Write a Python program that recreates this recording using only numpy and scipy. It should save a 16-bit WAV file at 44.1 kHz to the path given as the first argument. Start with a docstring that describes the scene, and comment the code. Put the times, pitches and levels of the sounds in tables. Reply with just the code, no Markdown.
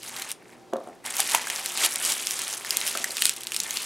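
"""Fingers peel a dry garlic bulb on a wooden table, close by, over an appliance's hum and quiet room noise.
First the papery skin crinkles in dense tiny cracks and gives a few light snaps. In a lull, at 0.7 s,
a clove drops and sets the modes of the table ringing. From 1 s on the skin tears in earnest, with sharp
snaps and two dull cracks of stem and cloves. Near 3 s the bulb knocks on the wood with a hard click;
the loudest snaps follow, and the crinkling goes on to the end."""
import sys
import numpy as np
from scipy import signal
from scipy.fft import rfft, irfft
from scipy.io import wavfile

SR = 44100
rng = np.random.default_rng(int(sys.argv[2]) if len(sys.argv) > 2 else 0)


def unload_audio(sound):
    """Save the sound as a 16-bit wav file, at the path given as the first command line argument."""
    columns = np.transpose(np.atleast_2d(sound))
    # keep every value between -1 and 1, then stretch to whole-number steps
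    steps = np.round(np.clip(columns, -1, 1) * 32767)
    wavfile.write(sys.argv[1], SR, steps.astype(np.int16))


N = 169785


def from_db(db):
    """Amplitude ratio of a level: a factor of ten per 20 dB."""
    return 10 ** (np.asarray(db) / 20)


def unit_rms(x):
    """Normalisation to unit mean power."""
    return x / np.sqrt(np.mean(x ** 2) + 1e-20)


def at_hz(points, hz):
    """Interpolation of a table on a logarithmic frequency axis."""
    freqs, values = np.transpose(points)
    return np.interp(np.log(hz), np.log(freqs), values)


def butterworth(x, order, hz, kind="low"):
    """Filtering with a maximally flat passband."""
    return signal.sosfilt(signal.butter(order, hz, kind, fs=SR, output="sos"), x)


def drift(corner_hz):
    """Random modulation: low-passed Gaussian noise of unit rms."""
    step, settle = 40, 2000
    pole = np.exp(-2 * np.pi * corner_hz * step / SR)
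    noise = rng.standard_normal(N // step + settle + 2)
    slow = signal.lfilter([1], [1, -2 * pole, pole * pole], noise)[settle:]
    return np.interp(np.arange(N) / step, np.arange(len(slow)), unit_rms(slow))


def resonator(force, hz, t60):
    """Damped harmonic oscillator: a unit impulse starts a decaying sine of unit amplitude."""
    r, w = from_db(-60 / (t60 * SR)), 2 * np.pi * hz / SR
    return signal.lfilter([0, np.sin(w)], [1, -2 * r * np.cos(w), r * r], force + 1e-18)


# Spectrum of the room noise: f/Hz, relative spectral level/dB
AIR_SPECTRUM = [(40, -16), (109, -5.5), (364, 3.5), (780, -4.5), (1910, -14.5), (4400, -17), (9460, -22.5),
                (16000, -35)]
# Likeness of its left and right channels: f/Hz, correlation coefficient
AIR_CORRELATION = [(40, 0.26), (150, 0.49), (400, 0.76), (2000, 0.99)]
def room_noise(level_db=-53.5):
    """Partial coherence: mid and side noise mix into a stereo field that is widest in the bass."""
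    hz = np.maximum(np.arange(N // 2 + 1) * SR / N, 10)
    correlation = np.clip(at_hz(AIR_CORRELATION, hz), 0, 1)
    mid, side = rfft(rng.standard_normal((2, N))) * from_db(at_hz(AIR_SPECTRUM, hz))
    left_right = np.sqrt(1 + correlation) * mid + np.sqrt(1 - correlation) * side * [[1], [-1]]
    return from_db(level_db) * unit_rms(irfft(left_right, N))


# Overtones of the 60 Hz mains: f/Hz, rms level/dB
MAINS_HARMONICS = [(120, -70.5), (180, -71), (240, -68.5), (360, -65.5), (780, -66)]
def appliance_hum(waver_db=3.6, waver_hz=6.0):
    """Harmonic series: each mains overtone wavers under its own slow amplitude modulation."""
    t = np.arange(N) / SR
    out = np.zeros(N)
    for hz, db in MAINS_HARMONICS:
        amplitude = np.sqrt(2) * from_db(db + waver_db * drift(waver_hz))
        out += amplitude * np.sin(2 * np.pi * (hz * t + rng.random()))
    return out


def reverberation(direct, t60=0.2, wall_cut_hz=4000, level_db=-16.5):
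    """Diffuse reflection: convolution with dull, exponentially decaying noise that starts after 4 ms."""
    t = np.arange(SR // 2) / SR
    tail = rng.standard_normal(len(t)) * from_db(-60 * t / t60) * (t > 0.004)
    tail = butterworth(tail, 1, wall_cut_hz)
    return from_db(level_db) * signal.fftconvolve(direct, tail / np.sqrt(np.sum(tail ** 2)))[:N]


# Impacts of clove and bulb on the table: t/s, impulse level/dB
IMPACTS = [(0.727, -18), (0.733, -5.5), (0.757, -20), (0.872, -19.5), (2.952, -18), (3.001, -22.5),
           (3.093, -24)]
# Modes of the table top: f/Hz, relative level/dB, T60/s
TABLE_MODES = [(203, -34, 0.058), (375, -12.5, 0.023), (541.5, -16, 0.063), (682, -10.5, 0.038),
               (830, -11, 0.012), (1210, -9.5, 0.0071)]
def table_knocks(contact_hz=1300, rocks_per_s=950, rock_db=-16.5, rock_t60=0.34):
    """Modal superposition: each impact, and the dying rocking after it, excites the table top."""
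    times, levels = np.transpose(IMPACTS)
    hits = np.zeros(N)
    hits[(times * SR).astype(int)] = from_db(levels)
    fading = signal.lfilter([from_db(rock_db)], [1, -from_db(-60 / (rock_t60 * SR))], hits + 1e-18)
    rocking = fading * (rng.random(N) < rocks_per_s / SR) * rng.standard_normal(N)
    wood = sum((-1) ** k * from_db(db) * resonator(hits + rocking, hz, t60)
               for k, (hz, db, t60) in enumerate(TABLE_MODES))
    return butterworth(wood, 1, contact_hz)   # a soft contact excites little treble


def cracks(spectrum, cycles, effort_db, patches):
    """Shot noise: random fractures and smooth fingertip friction excite damped patches of skin."""
    base_per_s, size_spread_db, rub_db = 7000, 4.5, -8
    clump_db, clump_hz, patch_db, patch_hz = 3.5, 30, 2, 20.8
    crowding_db = 0.6 * effort_db   # harder tearing packs the cracks closer
    tilt_db_per_octave = 0.095 * np.maximum(effort_db, 0)   # and brightens them above 4 kHz
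    sizes = from_db(size_spread_db * np.minimum(rng.exponential(1, N), 3.8)) * rng.choice([-1, 1], N)
    rate = base_per_s * from_db(crowding_db + clump_db * drift(clump_hz))
    impulses = sizes * (rng.random(N) < rate / SR)
    impulses *= from_db(-crowding_db / 2)   # crowding leaves the mean power unchanged
    struck_patch = rng.integers(0, patches, N)
    force = unit_rms(impulses) + from_db(rub_db) * rng.standard_normal(N)
    out = np.zeros(N)
    for k, hz in enumerate(np.geomspace(spectrum[0][0] + 200, spectrum[-1][0], patches)):
        brightening_db = tilt_db_per_octave * max(np.log2(hz / 4000), 0)
        db = at_hz(spectrum, hz) + brightening_db + patch_db * drift(patch_hz)   # patches come and go
        t60 = cycles / hz
        ringing = resonator(resonator(force * (struck_patch == k), hz, t60), hz, t60)
        out += from_db(db) * hz ** 2 * ringing   # hz ** 2 offsets the two resonators' gain
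    return unit_rms(out)


# Bright cracks of the skin: f/Hz, relative spectral level/dB
BRIGHT_SPECTRUM = [(1060, 1), (1800, -11.5), (2980, 1.5), (4700, -3.5), (9770, -0.5), (13700, -22.5),
                   (16000, -76)]
# Dull cracks of the flesh: f/Hz, relative spectral level/dB
DULL_SPECTRUM = [(400, -23), (900, 7.5), (1400, -4.5), (2200, 8)]
# Course of the peeling: t/s, bright level/dB, dull level/dB re bright
PEELING = [(0.0, -47, -23), (0.052, -36, -13.5), (0.101, -43, -5.5), (0.169, -35, -7), (0.274, -41.5, -6),
           (0.317, -33, -19), (0.36, -78, 19), (0.53, -55.5, -1), (0.65, -80.5, 13.5), (0.851, -56, -6),
           (1.02, -79, 13), (1.052, -34.5, -4.5), (1.119, -36.5, -7.5), (1.199, -26, -12),
           (1.267, -33, -14), (1.351, -25, -3), (1.413, -37.5, -3), (1.5, -33, -6), (1.761, -35.5, -9),
           (1.801, -26, -9), (1.851, -18, -13.5), (1.879, -32.5, -8.5), (1.981, -34.5, -8),
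           (2.043, -28, -12), (2.117, -23.5, -14), (2.148, -32, -16), (2.3, -33, -14.5),
           (2.532, -34.5, -8.5), (2.61, -41, -7), (2.699, -34.5, -7), (2.87, -30, -11), (2.92, -33, -10.5),
           (3.14, -38, -9), (3.264, -27, -37), (3.322, -38.5, -10.5), (3.46, -45.5, -6),
           (3.549, -36.5, -19), (3.68, -36.5, -8), (3.822, -32.5, -14)]
def crinkle():
    """Acoustic emission: bright and dull cracks grow louder and denser as the fingers work harder."""
    t = np.arange(N) / SR
    times, bright_levels, dull_levels = np.transpose(PEELING)
    level_db = np.interp(t, times, bright_levels)
    dull_db = np.interp(t, times, dull_levels)
    effort_db = level_db - np.median(level_db)
    bright = cracks(BRIGHT_SPECTRUM, cycles=6.35, effort_db=effort_db, patches=18)
    dull = cracks(DULL_SPECTRUM, cycles=4.94, effort_db=effort_db, patches=10)
    return from_db(level_db) * (bright + from_db(dull_db) * dull)


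# Single snaps of skin: t/s, peak level/dB, ringing f/Hz
SKIN_SNAPS = [(0.0328, -21, 2930), (0.165, -21, 3860), (0.2209, -14, 4040), (0.3068, -18, 3700),
              (0.3164, -9.5, 9000), (0.7353, -24.5, 3040), (0.7674, -31, 3560), (1.063, -13, 8500),
              (1.1678, -7.5, 9900), (1.203, 0.5, 8500), (1.3183, -9.5, 3520), (1.3489, 0.5, 2800),
              (1.471, -12, 1720), (1.5009, -7, 3100), (1.5605, -11.5, 5950), (1.66, -6.5, 7200),
              (1.7746, -10.5, 4600), (1.819, -11, 7010), (1.849, -9, 8000), (1.8628, -5, 9800),
              (1.9582, -6.5, 8150), (2.05, -6, 8700), (2.0963, -19, 8000), (2.122, -5, 7360),
              (2.2702, -6.5, 5830), (2.3089, -10, 5960), (2.392, -11.5, 8900), (2.4179, -12, 7960),
              (2.48, -14.5, 10400), (2.6484, -14.5, 1690), (2.7069, -2, 4940), (2.7701, 1, 9600),
              (2.8141, -10.5, 4000), (2.8656, -10.5, 9000), (2.8774, -7.5, 9440), (2.9738, -7.5, 2690),
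              (3.043, -5, 1940), (3.1074, -13, 4330), (3.1692, -7, 3780), (3.182, -13, 2680),
              (3.2215, 2, 3700), (3.255, 2.5, 8100), (3.2666, -7, 9200), (3.2945, -2, 8550),
              (3.3642, -18, 10000), (3.4084, -19.5, 7740), (3.4345, -17.5, 9300), (3.47, -12.5, 4160),
              (3.52, -10, 3100), (3.5453, -10.5, 4070), (3.5644, -5, 5700), (3.602, -5.5, 6700),
              (3.6351, -13, 7100), (3.708, -10, 6360), (3.771, -8, 4080)]
# Dull cracks of stem and cloves, and the hard click of the bulb knocking on the wood:
# t/s, peak level/dB, ringing f/Hz
DULL_CRACKS_AND_CLICK = [(1.195, -12, 880), (1.347, -5.5, 980), (2.952, -15, 1300)]
def snaps(burst_t60=0.0042, tail_t60=0.019, tail_db=-3, ring_cycles=11):
    """Transient excitation: a sharp burst with a strong, quickly dying tail, part broadband, part ringing."""
    low_hz, high_hz, broadband_db = 2380, 10000, 2
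    length = 2000
    t = np.arange(length) / SR
    envelope = from_db(-60 * t / burst_t60) + from_db(tail_db - 60 * t / tail_t60)
    out = np.zeros(N + length)
    for onset, db, hz in SKIN_SNAPS + DULL_CRACKS_AND_CLICK:
        noise = rng.standard_normal(length)
        noise[0] = 4.5   # sharp leading edge
        burst = noise * envelope
        ringing = unit_rms(resonator(np.diff(burst, prepend=0), hz, ring_cycles / hz))
        broadband = unit_rms(butterworth(burst, 2, [low_hz, high_hz], "band"))
        brightness = from_db(broadband_db) * min(hz / low_hz, 1) ** 2   # low snaps are duller
        snap = ringing + brightness * broadband
        start = int(onset * SR)
        out[start:start + length] += from_db(db) * snap / np.abs(snap).max()
    return out[:N]


def scene():
    """Superposition: centred direct sound, cut in the bass, adds to its reverberation and the background."""
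    direct = butterworth(crinkle() + snaps() + table_knocks(), 3, 195, "high")
    return direct + reverberation(direct) + appliance_hum() + room_noise()


def record(dry, full_scale=0.93, cutoff_hz=16300):
    """Saturation and band limiting: the loudest snaps clip, leaving a faint thump; the top is cut."""
    clipped = butterworth(np.clip(dry, -full_scale, full_scale), 1, 15, "high")
    return signal.sosfilt(signal.cheby2(18, 60, cutoff_hz, fs=SR, output="sos"), clipped)


dry = scene()
out = record(dry)
unload_audio(out)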